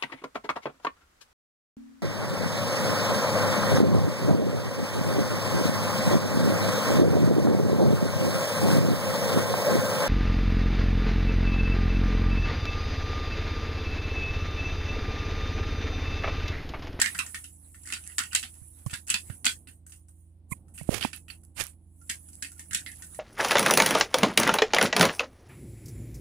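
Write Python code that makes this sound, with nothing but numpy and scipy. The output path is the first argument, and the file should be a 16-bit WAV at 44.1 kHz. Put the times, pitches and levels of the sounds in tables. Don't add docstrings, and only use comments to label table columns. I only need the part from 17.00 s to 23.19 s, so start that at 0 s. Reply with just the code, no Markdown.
import sys
import numpy as np
from scipy import signal
from scipy.fft import rfft, irfft, next_fast_len
from scipy.io import wavfile
from scipy.ndimage import uniform_filter1d, map_coordinates

SR = 44100
rng = np.random.default_rng(int(sys.argv[2]) if len(sys.argv) > 2 else 0)


def digitize_waveform(pressure):
    field = np.atleast_2d(pressure).T
    bounded = np.clip(field, -1, 1)
    quanta = np.round(bounded * 32767).astype(np.int16)
    wavfile.write(sys.argv[1], SR, quanta)


def invert_db(level):
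    return 10 ** (np.asarray(level, dtype=float) / 20)


N = 272979

# pitch_hz, level_db, unsteadiness_db
HUM_LINES = [(59, -61.5, 0.5), (82.2, -53, 0), (113, -72.5, 2), (169.7, -70.5, 3), (226, -82.5, 1.5),
             (284, -77, 2), (333, -75.5, 0.5), (534, -92.5, 1)]
# freq_hz, density_db
DRONE_SPECTRUM = [(12, -45.5), (30, -6), (90, -3), (340, -13), (412, -25), (800, -27.5), (2000, -57.5),
                  (3000, -86)]
# time_s, level_db
DRONE_SWELL = [(0.0, -69.5), (0.58, -74.5), (1.29, -70.5), (1.57, -75.5), (2.33, -67.5), (3.26, -81),
               (3.53, -71), (3.98, -67), (4.14, -68), (4.86, -76.5), (5.84, -69), (6.19, -71)]
# freq_hz, likeness_0_1
DRONE_LIKENESS = [(60, 1), (290, 0.83), (640, 1), (1400, 0.64), (3000, .05)]
# freq_hz, density_db
AIR_SPECTRA = [
    [(4500, -21.5), (6000, -4), (8000, 12.5), (9200, 13.5), (10500, -4), (12000, 2.5), (15500, -0.5),
     (15900, -40)],
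    [(4500, -23.5), (6000, -9), (8000, -0.5), (9800, 9), (11200, 2.5), (12500, -3), (15500, -5.5),
     (15900, -40.5)],
]
# freq_hz, density_db
MURK_SPECTRUM = [(600, -8), (1200, -2), (2000, -0.5), (3500, -3), (5500, -8.5), (7500, -23)]
# freq_hz, density_db
RUSTLE_SPECTRUM = [(250, -29.5), (450, -6.5), (800, 0.5), (1200, -7), (1800, -31.5)]
# time_s, whistle_hz
PORT_WHISTLE = [(0, 10190), (.88, 10200), (.99, 9960), (1.1, 10200), (1.8, 10250), (2.15, 10210),
                (2.4, 9700), (2.65, 9280), (2.95, 9480), (3.2, 9380), (3.5, 9550), (3.8, 9880),
                (4.1, 10250), (4.8, 10290), (5.15, 10250), (5.45, 10080), (5.75, 10230), (6.19, 10270)]
# time_s, level_db
IDLE_LEAK = [(0, -56), (.4, -60.5), (.6, -73), (1.1, -62), (1.85, -70.5), (2.04, -90), (2.2, -67.5),
             (2.35, -64), (2.42, -73.5), (2.8, -111), (3.2, -81), (3.42, -100), (4.1, -74.5), (4.5, -107),
             (4.9, -88.5), (5.07, -70), (5.68, -68.5), (6.19, -62)]
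# time_s, level_db, squeak_0_1
RUB_STROKES = [
    [(3.485, -83, 0.93), (3.51, -48, 0.93), (3.525, -34, 0.84), (3.545, -62, 0.92), (3.58, -69, 0.6)],
    [(3.74, -56.5, 0.94), (3.80, -51.5, 0.75), (3.86, -59, 0.7), (3.90, -44, 0.58), (3.945, -32.5, 0.04),
     (4.005, -44.5, 0.2), (4.06, -43, 0), (4.12, -60.5, 0.1), (4.18, -53, 0)],
    [(4.545, -73, 1), (4.57, -42, 0.36), (4.605, -28, 0.11), (4.625, -36.5, 0.11), (4.65, -47, 0.26),
     (4.70, -52.5, 0.74), (4.75, -74.5, 0.7)],
]
# freq_hz, density_db
SKIN_SPECTRUM = [(130, -0.5), (300, -16.5), (900, -12), (2500, -5.5), (4000, -11), (9500, -14),
                 (13000, -20), (15600, -24), (15900, -72)]
# freq_hz, density_db
SQUEAK_SPECTRUM = [(4000, -70), (7000, -5), (9500, 2.5), (12000, -8), (15500, -18), (15900, -71)]
# time_s, level_db
PALM_ROLL = [(3.893, -71), (3.918, -38), (3.951, -40.5), (3.992, -53), (4.041, -49.5), (4.08, -77)]
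# freq_hz, density_db
PALM_SPECTRUM = [(60, 4.5), (200, -1), (480, -3), (1000, -15), (2000, -26)]
# start_s, level_db
NAIL_TICKS = [(0.4418, -34), (1.0761, -28), (2.3045, -57.5), (3.8333, -33.5), (3.9435, -23.5), (4.05, -25),
              (4.417, -52.5), (4.1634, -21), (4.4378, -47), (4.4509, -40), (4.6, -19.5), (4.6065, -21),
              (4.62, -26), (4.639, -16.5), (4.642, -24), (4.668, -22.5), (4.6987, -38.5), (5.3548, -35)]
# freq_hz, density_db
NAIL_SPECTRUM = [(2500, -36), (5000, -18.5), (8000, 4), (12000, -2.5), (15900, -24)]
# start_s, level_db, pitch_hz, t60_s, rattle_db
CASE_BUMPS = [
    (1.617, -36.5, 96, 0.03, -56),
    (1.8623, -23.5, 124, 0.039, -13),
    (1.93, -28.5, 117, 0.021, -24.5),
    (2.299, -27.5, 115, 0.034, -16),
    (3.519, -18.5, 138, 0.016, -25),
    (3.812, -33.5, 148, 0.042, -13.5),
    (3.891, 1, 200, 0.0078, -4),
    (4.049, -15.5, 247, 0.018, 8),
    (5.71, -46, 105, 0.062, -46),
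]
# centre_s, half_length_s, pitch_hz, level_db
CASE_CREAKS = [(3.52, 0.0042, 1086, -36.5), (3.532, 0.0041, 1020, -39), (3.5265, 0.0039, 2110, -31),
               (3.531, 0.0038, 2430, -40), (3.517, 0.0039, 2330, -52), (3.8, 0.0054, 1900, -48),
               (3.53, 0.0053, 588, -56), (3.8918, 0.0017, 600, -19), (3.912, .005, 550, -39),
               (3.92, .006, 430, -34.5), (3.929, .005, 530, -33.5), (3.934, .004, 700, -36.5),
               (4.0505, .002, 2500, -26.5), (3.813, 0.0036, 2200, -50.5)]
# centre_s, half_length_s, pitch_hz
BRIEF_TONES = [(1.867, .0035, 1090), (1.868, .002, 1900), (1.867, .002, 3100), (5.021, .007, 1380),
               (5.04, .008, 1400), (2.69, .015, 255), (5.109, .006, 270), (1.45, .012, 760),
               (3.526, .003, 2350), (5.522, .008, 1400), (5.572, .009, 1420), (3.783, .005, 1350),
               (2.302, .004, 1250), (2.303, .004, 2900)]
BRIEF_TONE_DB = [-39.5, -54, -52, -58, -68, -55.5, -49, -59, -45, -60, -64, -57, -55, -55]
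# pitch_hz, level_db, t60_s
BRICK_MODES = [(1370, -19.5, 0.042), (1495, 5, 0.018), (1840, -1.5, 0.048), (2030, -0.5, 0.02),
               (2680, 4.5, 0.017), (2940, -4.5, 0.015), (4620, 4, .012)]
# freq_hz, density_db
SNAP_SPECTRUM = [(2500, -42), (4500, -5.5), (6000, 1), (8000, 7), (10500, -6.5), (13000, -12.5),
                 (15600, -28), (16100, -42.5)]
# freq_hz, density_db
CLACK_SPECTRUM = [(300, -50), (800, 6), (1200, -16.5), (1450, -2.5), (2200, -3.5), (3300, -4), (5000, -6.5),
                  (7500, -26.5)]
# share_of_pitch, density_db
CAVITY_SPECTRUM = [(0.701, -44.5), (0.879, -26), (0.96, 2.5), (1.04, -3), (1.128, -6.5), (1.398, -40.5)]
# start_s, snap_db, body_db, pitch_hz
BRICK_HITS = [(0.0008, -16.5, -30.5, 1840), (0.0148, -26, -27, 1660), (0.0168, -6.5, -23.5, 4700),
              (0.0424, -26, -31.5, 2600), (0.0608, -21.5, -27.5, 2000), (0.149, -26.5, -34.5, 1610),
              (0.19, -17, -26.5, 2645), (0.3458, -24.5, -30.5, 1905), (0.9248, -21.5, -29.5, 2570),
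              (0.936, -22, -32, 4700), (0.9405, -29.5, -32.5, 2300), (0.9695, -38, -40, 1800),
              (1.1833, -13, -28, 1870), (1.1901, -14.5, -28.5, 1410), (1.2027, -28.5, -30, 1460),
              (1.3317, -24.5, -32, 1420), (1.3504, -8, -24.5, 2900), (1.3535, -19.5, -26.5, 3950),
              (1.4292, -23.5, -34, 3270), (1.4374, -40, -33, 3044), (1.9328, -32, -31.5, 1600),
              (1.9384, -22, -31, 3600), (2.1017, -11, -28.5, 3490), (2.1053, -16.5, -28.5, 2700),
              (2.1419, -15.5, -21, 2600), (2.4458, -24.5, -26.5, 4680), (2.4547, -10, -27, 3190),
              (2.4595, -20, -27, 2650), (2.4658, -11, -17.5, 3320), (4.0368, -25.5, -35, 3113),
              (5.0948, -24.5, -39, 1936), (5.098, -16.5, -29, 2030), (5.4244, -20.5, -31, 1710),
              (5.4479, -29.5, -34, 2270), (5.7326, -19, -33, 1580), (5.7475, -11, -25.5, 2610),
              (5.8635, -33.5, -33, 1970),
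              (0.8577, -35, -56, 1860), (1.1194, -45.5, -53.5, 2720), (1.3235, -33.5, -43, 1440),
              (1.8183, -56, -67.5, 1550), (0.3536, -27.5, -42, 1840), (0.4433, -32.5, -41.5, 2820),
              (0.7459, -46, -45.5, 1940), (0.7511, -44, -62.5, 2000), (0.8738, -30, -39.5, 2020),
              (0.8892, -28.5, -41, 2000), (0.9029, -32.5, -34.5, 2030), (1.0659, -36, -49.5, 2000),
              (1.0993, -46.5, -49, 1840), (4.047, -33.5, -44.5, 2330), (1.2376, -29, -35.5, 2880),
              (1.898, -40.5, -44, 2480), (1.908, -37.5, -42, 3250), (2.07, -35, -96, 2570),
              (2.0833, -26, -41.5, 2640), (2.0942, -30.5, -33.5, 2820), (2.3003, -42, -42.5, 1760),
              (2.6733, -51, -43.5, 2780), (2.6877, -43.5, -47.5, 2600), (2.9217, -36, -48.5, 2730),
              (3.7783, -32.5, -49, 2680), (4.0105, -30, -37.5, 3270), (4.0272, -37, -33, 3060),
              (4.132, -30, -39.5, 2530), (4.2832, -45, -49, 2700), (4.3015, -39, -41, 2670),
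              (4.31, -51.5, -54.5, 4400), (4.617, -28.5, -42.5, 1610), (5.4338, -56, -44.5, 1994),
              (5.5946, -27, -42.5, 1840), (5.7104, -29, -35.5, 1630), (6.0227, -27.5, -41.5, 1514)]
# start_s, snap_db, pitch_hz
EDGE_GRAZES = [(0.1055, -36.5, 1910), (0.1806, -29, 2600), (0.264, -26, 1900), (0.4391, -42, 2790),
               (0.8349, -39, 4620), (0.865, -32, 1970), (1.0396, -34, 2610), (1.5411, -45, 3040),
               (1.5539, -45, 3020), (1.7894, -49, 3360), (1.863, -32, 1095), (1.9104, -30, 3230),
               (2.0757, -29, 2350), (2.866, -41, 1500), (2.8966, -41.5, 1260), (3.085, -49.5, 1290),
               (3.5222, -47, 2300), (3.6833, -52.5, 1264), (3.7452, -48, 2470), (3.76, -47, 2610),
               (3.788, -35.5, 2580), (4.4346, -51, 1397), (5.015, -47, 1366), (5.0752, -50, 1460),
               (5.2875, -40, 1370), (5.3322, -36.5, 4720), (5.5191, -35, 1450), (5.5801, -41.5, 1380),
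               (5.8575, -49, 1900), (5.917, -33, 3420), (5.9592, -38.5, 4360), (6.1472, -33, 1840)]
# time_s, body_left_right_db
BRICK_AIM = [(0, -12), (.45, -3), (.88, -5), (1.2, -10.5), (1.93, -8.5), (2.1, -9.5), (2.46, -8), (2.8, -7),
             (4, -19.5), (4.7, -8), (5.4, -7.5), (6.19, -9.5)]
# start_s, end_s, level_db, from_hz, to_hz
STUD_SCRAPES = [(0.018, 0.052, -32, 1832, 1760), (0.088, 0.116, -44, 2042, 1940),
                (0.942, 0.954, -42, 4700, 4600), (0.041, 0.094, -30, 1974, 1872),
                (0.15, 0.195, -43.5, 1646, 1920), (0.198, 0.238, -37.5, 1340, 1284),
                (0.851, 0.919, -55, 1870, 1990), (1.068, 1.15, -57, 1920, 1900),
                (1.205, 1.26, -45.5, 1776, 1530), (1.311, 1.358, -51, 2785, 2450),
                (2.108, 2.146, -37.5, 2927, 2940), (2.164, 2.167, -25.5, 1840, 1840),
                (4.02, 4.046, -43.5, 3064, 3064), (4.288, 4.306, -59, 2760, 3270),
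                (4.3, 4.322, -52, 4570, 4100), (5.102, 5.15, -42, 1976, 2160),
                (5.738, 5.838, -47.5, 1945, 1635), (5.866, 5.946, -47.5, 1949, 1875),
                (5.718, 5.74, -46, 1630, 1510)]

CONTACT_T = np.arange(5760) / SR


def unit(x):
    return x / np.sqrt(np.mean(x ** 2) + 1e-20)


def along(points, hz):
    f, v = np.transpose(points)
    return np.interp(np.log(hz + 1), np.log(f + 1), v)


def curves(rows):
    s, *cols = np.transpose(rows)
    return [np.interp(np.arange(N) / SR, s, c) for c in cols]


def wobble(rate_hz):
    knots = rng.standard_normal(int(N * rate_hz / SR) + 4)
    return map_coordinates(knots, [np.arange(N) * rate_hz / SR])


def noise(spectrum, size, channels):
    m = next_fast_len(size, True)
    white = rfft(rng.standard_normal((channels, m)))
    gain = invert_db(along(spectrum, np.fft.rfftfreq(m, 1 / SR)))
    return unit(irfft(white * gain, m)[:, :size])


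def mono(spectrum, size):
    return noise(spectrum, size, channels=1)[0]


def add(track, start_s, sound):
    part = track[..., round(start_s * SR):][..., :sound.shape[-1]]
    part += sound[..., :part.shape[-1]]


def decay(t, t60_s):
    return invert_db(-60 * t / t60_s)


def onset(t, rise_s):
    return 1 - np.exp(-t / rise_s)


def ring(hz, t60_s, t, attack_s):
    return np.sin(2 * np.pi * hz * t) * decay(t, t60_s) * onset(t, attack_s)


def glide(flutter, hz):
    turns = np.cumsum(hz) / SR
    return (flutter * np.exp(2j * np.pi * turns)).real


def ports(left_db, right_db):
    return invert_db([[left_db], [right_db]])


def appliance():
    t = np.arange(N) / SR
    lines = 0
    for hz, db, shake_db in HUM_LINES:
        level = invert_db(db + 2.0 + shake_db * wobble(1.7))
        lines = lines + level * np.sin(2 * np.pi * hz * t + 0.43 * wobble(4.0))
    likeness = along(DRONE_LIKENESS, np.fft.rfftfreq(N, 1 / SR))
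    angle = np.arccos(np.clip(likeness, -1, 1)) / 2
    parts = rfft(noise(DRONE_SPECTRUM, size=N, channels=2))
    mid, side = irfft(parts * [np.cos(angle), np.sin(angle)], N)
    drone = invert_db(curves(DRONE_SWELL)[0] + 11.5 + 1.2 * wobble(5)) * np.array([mid + side, mid - side])
    return (lines + drone) * ports(-2.2, 1.8)


def suppressor(clatter):
    window = max(round(.006 * SR), 1)
    power = np.abs(uniform_filter1d(clatter ** 2, size=window, origin=window // 3))
    heard_db = 10 * np.log10(power + 1e-14)
    wanted_db = np.minimum(-41 + 0.45 * heard_db, heard_db - 8)
    ramp_db = 201 * np.arange(N) / SR
    return np.maximum(np.maximum.accumulate(wanted_db + ramp_db) - ramp_db, curves(IDLE_LEAK)[0])


def patchy(x, depth_db):
    z = signal.stft(x, nperseg=512)[2]
    field = uniform_filter1d(rng.standard_normal(z.shape), size=9, axis=1)
    field = uniform_filter1d(field, size=7, axis=2)
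    return signal.istft(z * invert_db(depth_db * unit(field)), nperseg=512)[1][:, :N]


def hiss(gate_db):
    air = np.vstack([mono(spectrum, N) for spectrum in AIR_SPECTRA])
    air = patchy(air, depth_db=4.0) * ports(7, 11)
    flutter = .5 + wobble(210) + 1j * wobble(210)
    whistle = glide(flutter, curves(PORT_WHISTLE)[0] + 14 * wobble(12))
    whistle *= invert_db(10.5 - 0.25 * np.maximum(gate_db + 64, -8))
    treble = invert_db(gate_db + 0.24 * wobble(18)) * (air + whistle * [[0], [1]])
    stirring_db = 2.5 * wobble(20)
    middle = patchy(noise(MURK_SPECTRUM, size=N, channels=2), depth_db=5) * ports(-1.5, 3)
    middle *= invert_db(-81.5 + 1.57 * (gate_db + 70.0) + stirring_db)
    low = invert_db(-83.5 + 0.6 * (gate_db + 73.5) + stirring_db) * noise(RUSTLE_SPECTRUM, size=N, channels=2)
    floor = invert_db(-89.0) * noise(MURK_SPECTRUM, size=N, channels=2)
    return treble + middle + low + floor


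def rubs():
    out = np.zeros(N)
    grain = invert_db(2.5 * wobble(300) + 1.5 * wobble(60))
    rough = unit(grain * mono(SKIN_SPECTRUM, N))
    thin = mono(SQUEAK_SPECTRUM, N)
    for stroke in RUB_STROKES:
        before, after = (stroke[0][0] - .01, -130, 0), (stroke[-1][0] + 0.012, -130, 0)
        level_db, squeak = curves([before, *stroke, after])
        share = np.clip(squeak, 0, 1)
        out += invert_db(level_db) * ((1 - share) * rough + share * thin)
    palm_db = curves([(3.8, -130), *PALM_ROLL, (4.15, -130)])[0]
    return out + invert_db(palm_db) * unit(grain * mono(PALM_SPECTRUM, N))


def knocks():
    out, t = np.zeros(N), np.arange(SR // 8) / SR
    for s, db in NAIL_TICKS:
        tick = mono(NAIL_SPECTRUM, len(t)) * decay(t, 0.0013) * onset(t, 0.00031)
        add(out, s - .0003, invert_db(db + 10.5) * tick)
    for s, db, hz, t60_s, rattle_db in CASE_BUMPS:
        rattle_hz = 298 + 2.29 * hz
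        rattle = ring(rattle_hz, 0.0055, t, 0.00053) + 0.86 * ring(rattle_hz, 0.012, t, 0.0091)
        add(out, s, -invert_db(db + 12.5) * ring(hz, t60_s, t, 0.0058))
        add(out, s, -invert_db(rattle_db - 15.0) * rattle)
    brief_tones = [(*row, db) for row, db in zip(BRIEF_TONES, BRIEF_TONE_DB)]
    from_centre_s = t - 1 / 25
    for s, half_s, hz, db in CASE_CREAKS + brief_tones:
        swell = np.exp(-(from_centre_s / half_s) ** 2)
        add(out, s - 1 / 25, -invert_db(db) * swell * np.cos(2 * np.pi * hz * from_centre_s))
    return out


def fingers():
    return (rubs() + knocks()) * ports(-34, 5)


def bearing_db(s):
    return np.interp(s, *np.transpose(BRICK_AIM))


def scrapes():
    out = np.zeros((2, N))
    for s, end_s, db, from_hz, to_hz in STUD_SCRAPES:
        t = np.arange(round((end_s - s) * SR)) / SR
        knots = rng.standard_normal((2, 2, 60))
        slips = [[map_coordinates(part, [t * 560]) for part in port] for port in knots]
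        flutter = np.array([0.4 + re + 1j * im for re, im in slips])
        edges = np.minimum(1, np.minimum(t, t[::-1] / 2) / 0.0023)
        stroke = edges * invert_db(-14.5 * t / t[-1])
        tone = glide(flutter, np.linspace(from_hz, to_hz, len(t)))
        add(out, s, invert_db(db - 1.5) * ports(0, -bearing_db(s)) * stroke * tone)
    return out


def fading(t, t60_s, cut_s):
    return invert_db(-60 * t / t60_s - 20 * (t / cut_s) ** 3) * onset(t, 0.00065)


def room(t60_s, cut_s):
    t = np.arange(SR // 8) / SR
    tail = rng.standard_normal((2, len(t))) * fading(t, t60_s, cut_s)
    return tail / np.linalg.norm(tail[0])


def brick_snap(snap_db, crack, settle):
    t = CONTACT_T
    envelope = crack + invert_db(-13.5) * settle * fading(t, 0.24, 0.15)
    snap = invert_db(snap_db - 8.5) * noise(SNAP_SPECTRUM, size=len(t), channels=2) * envelope
    ping = invert_db(snap_db - 6) * ring(8070 * rng.normal(1, 0.024), 0.012, t, 0.00068)
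    spike_db = -1 + 1.6 * snap_db
    ping += invert_db(spike_db) * decay(t, .0035) * onset(t, .0004) * mono(NAIL_SPECTRUM, len(t))
    return snap + [np.roll(ping, 2), ping]


def brick_clack(body_db, hz, crack, settle):
    t = CONTACT_T
    spread_db = np.clip(0.39 * (body_db + 28.5), -11, 0)
    pocket = [(share * hz, db) for share, db in CAVITY_SPECTRUM]
    mix = invert_db(spread_db - 3.5) * noise(CLACK_SPECTRUM, size=len(t), channels=2)
    mix += invert_db(-11) * noise(pocket, size=len(t), channels=2)
    return invert_db(body_db - 2.5) * mix * (crack + invert_db(-8.5) * settle * fading(t, 0.097, 0.024))


def brick_ring(body_db, hz):
    t = CONTACT_T[:2600]
    out = np.zeros(len(CONTACT_T))
    for mode_hz, db, t60_s in [*BRICK_MODES, (hz, -2, 36 / hz)]:
        octaves = abs(np.log2(mode_hz / hz))
        level = invert_db(db - 4.0 - 8 * octaves + rng.normal(0, 2.0))
        out[:len(t)] += level * ring(mode_hz * rng.normal(1, 0.018), t60_s, t, 0.00014)
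    return invert_db(body_db - 7.5) * out


def contacts():
    grazes = [(s, db, db - 18, hz) for s, db, hz in EDGE_GRAZES]
    return sorted(BRICK_HITS + grazes)


def bricks():
    out, t = np.zeros((2, N)), CONTACT_T
    early, late = [signal.butter(6, hz, "highpass", fs=SR, output="sos") for hz in (1235, 1620)]
    chatter = invert_db(3 * wobble(400))
    for s, snap_db, body_db, hz in contacts():
        bass_cut = late if s > 4.9 else early
        pan_db = bearing_db(s)
        settle = np.resize(chatter[round(s * SR):], len(t))
        rise_s = 0.0024 - 1.33 * max(-21.5 - snap_db, 0)
        crack = 1.08 * decay(t, 0.015) * (1.5 - np.exp(-t / rise_s))
        snap = brick_snap(snap_db, crack, settle)
        clack = signal.sosfilt(bass_cut, brick_clack(body_db, hz, crack, settle))
        body = signal.sosfilt(bass_cut, brick_ring(body_db, hz))
        thud = invert_db(body_db - 20.0) * ring(rng.uniform(180, 290), 0.093, t, 0.0016)
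        direct = snap * ports(0, 1.5) + (clack + body) * ports(0, -pan_db) + thud * ports(0, 4)
        add(out, max(s - .0008, 0), direct)
        sent = (1.3 * body + 1.166 * clack[0])[None, :900]
        echo = signal.fftconvolve(sent, room(.18, .095), axes=1)
        add(out, s, invert_db(1.0) * echo * ports(0, -.7 * pan_db))
    return out


def scene():
    room_tone, hand = appliance(), fingers()
    clatter = scrapes() + bricks()
    return room_tone + hiss(suppressor(clatter[0])) + hand + clatter


def roll_off(x):
    return signal.sosfilt(signal.butter(12, 16470, fs=SR, output="sos"), x)


def record(dry):
    m = next_fast_len(N, True)
    f = np.fft.rfftfreq(m, 1 / SR)

    def peak(centre_hz, width_hz, db):
        damping = 1j * f * width_hz
        return 1 + invert_db(db) * damping / (centre_hz ** 2 - f ** 2 + damping)

    lifts = np.array([peak(8000, 1100, -5.0), peak(9900, 1300, -6.5)])
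    band = (f < 15900) * 1j * f / (35 + 1j * f)
    heard = irfft(rfft(dry, m) * lifts * band, m)[:, :N]
    return roll_off(heard)


dry = scene()
out = record(dry)
digitize_waveform(out)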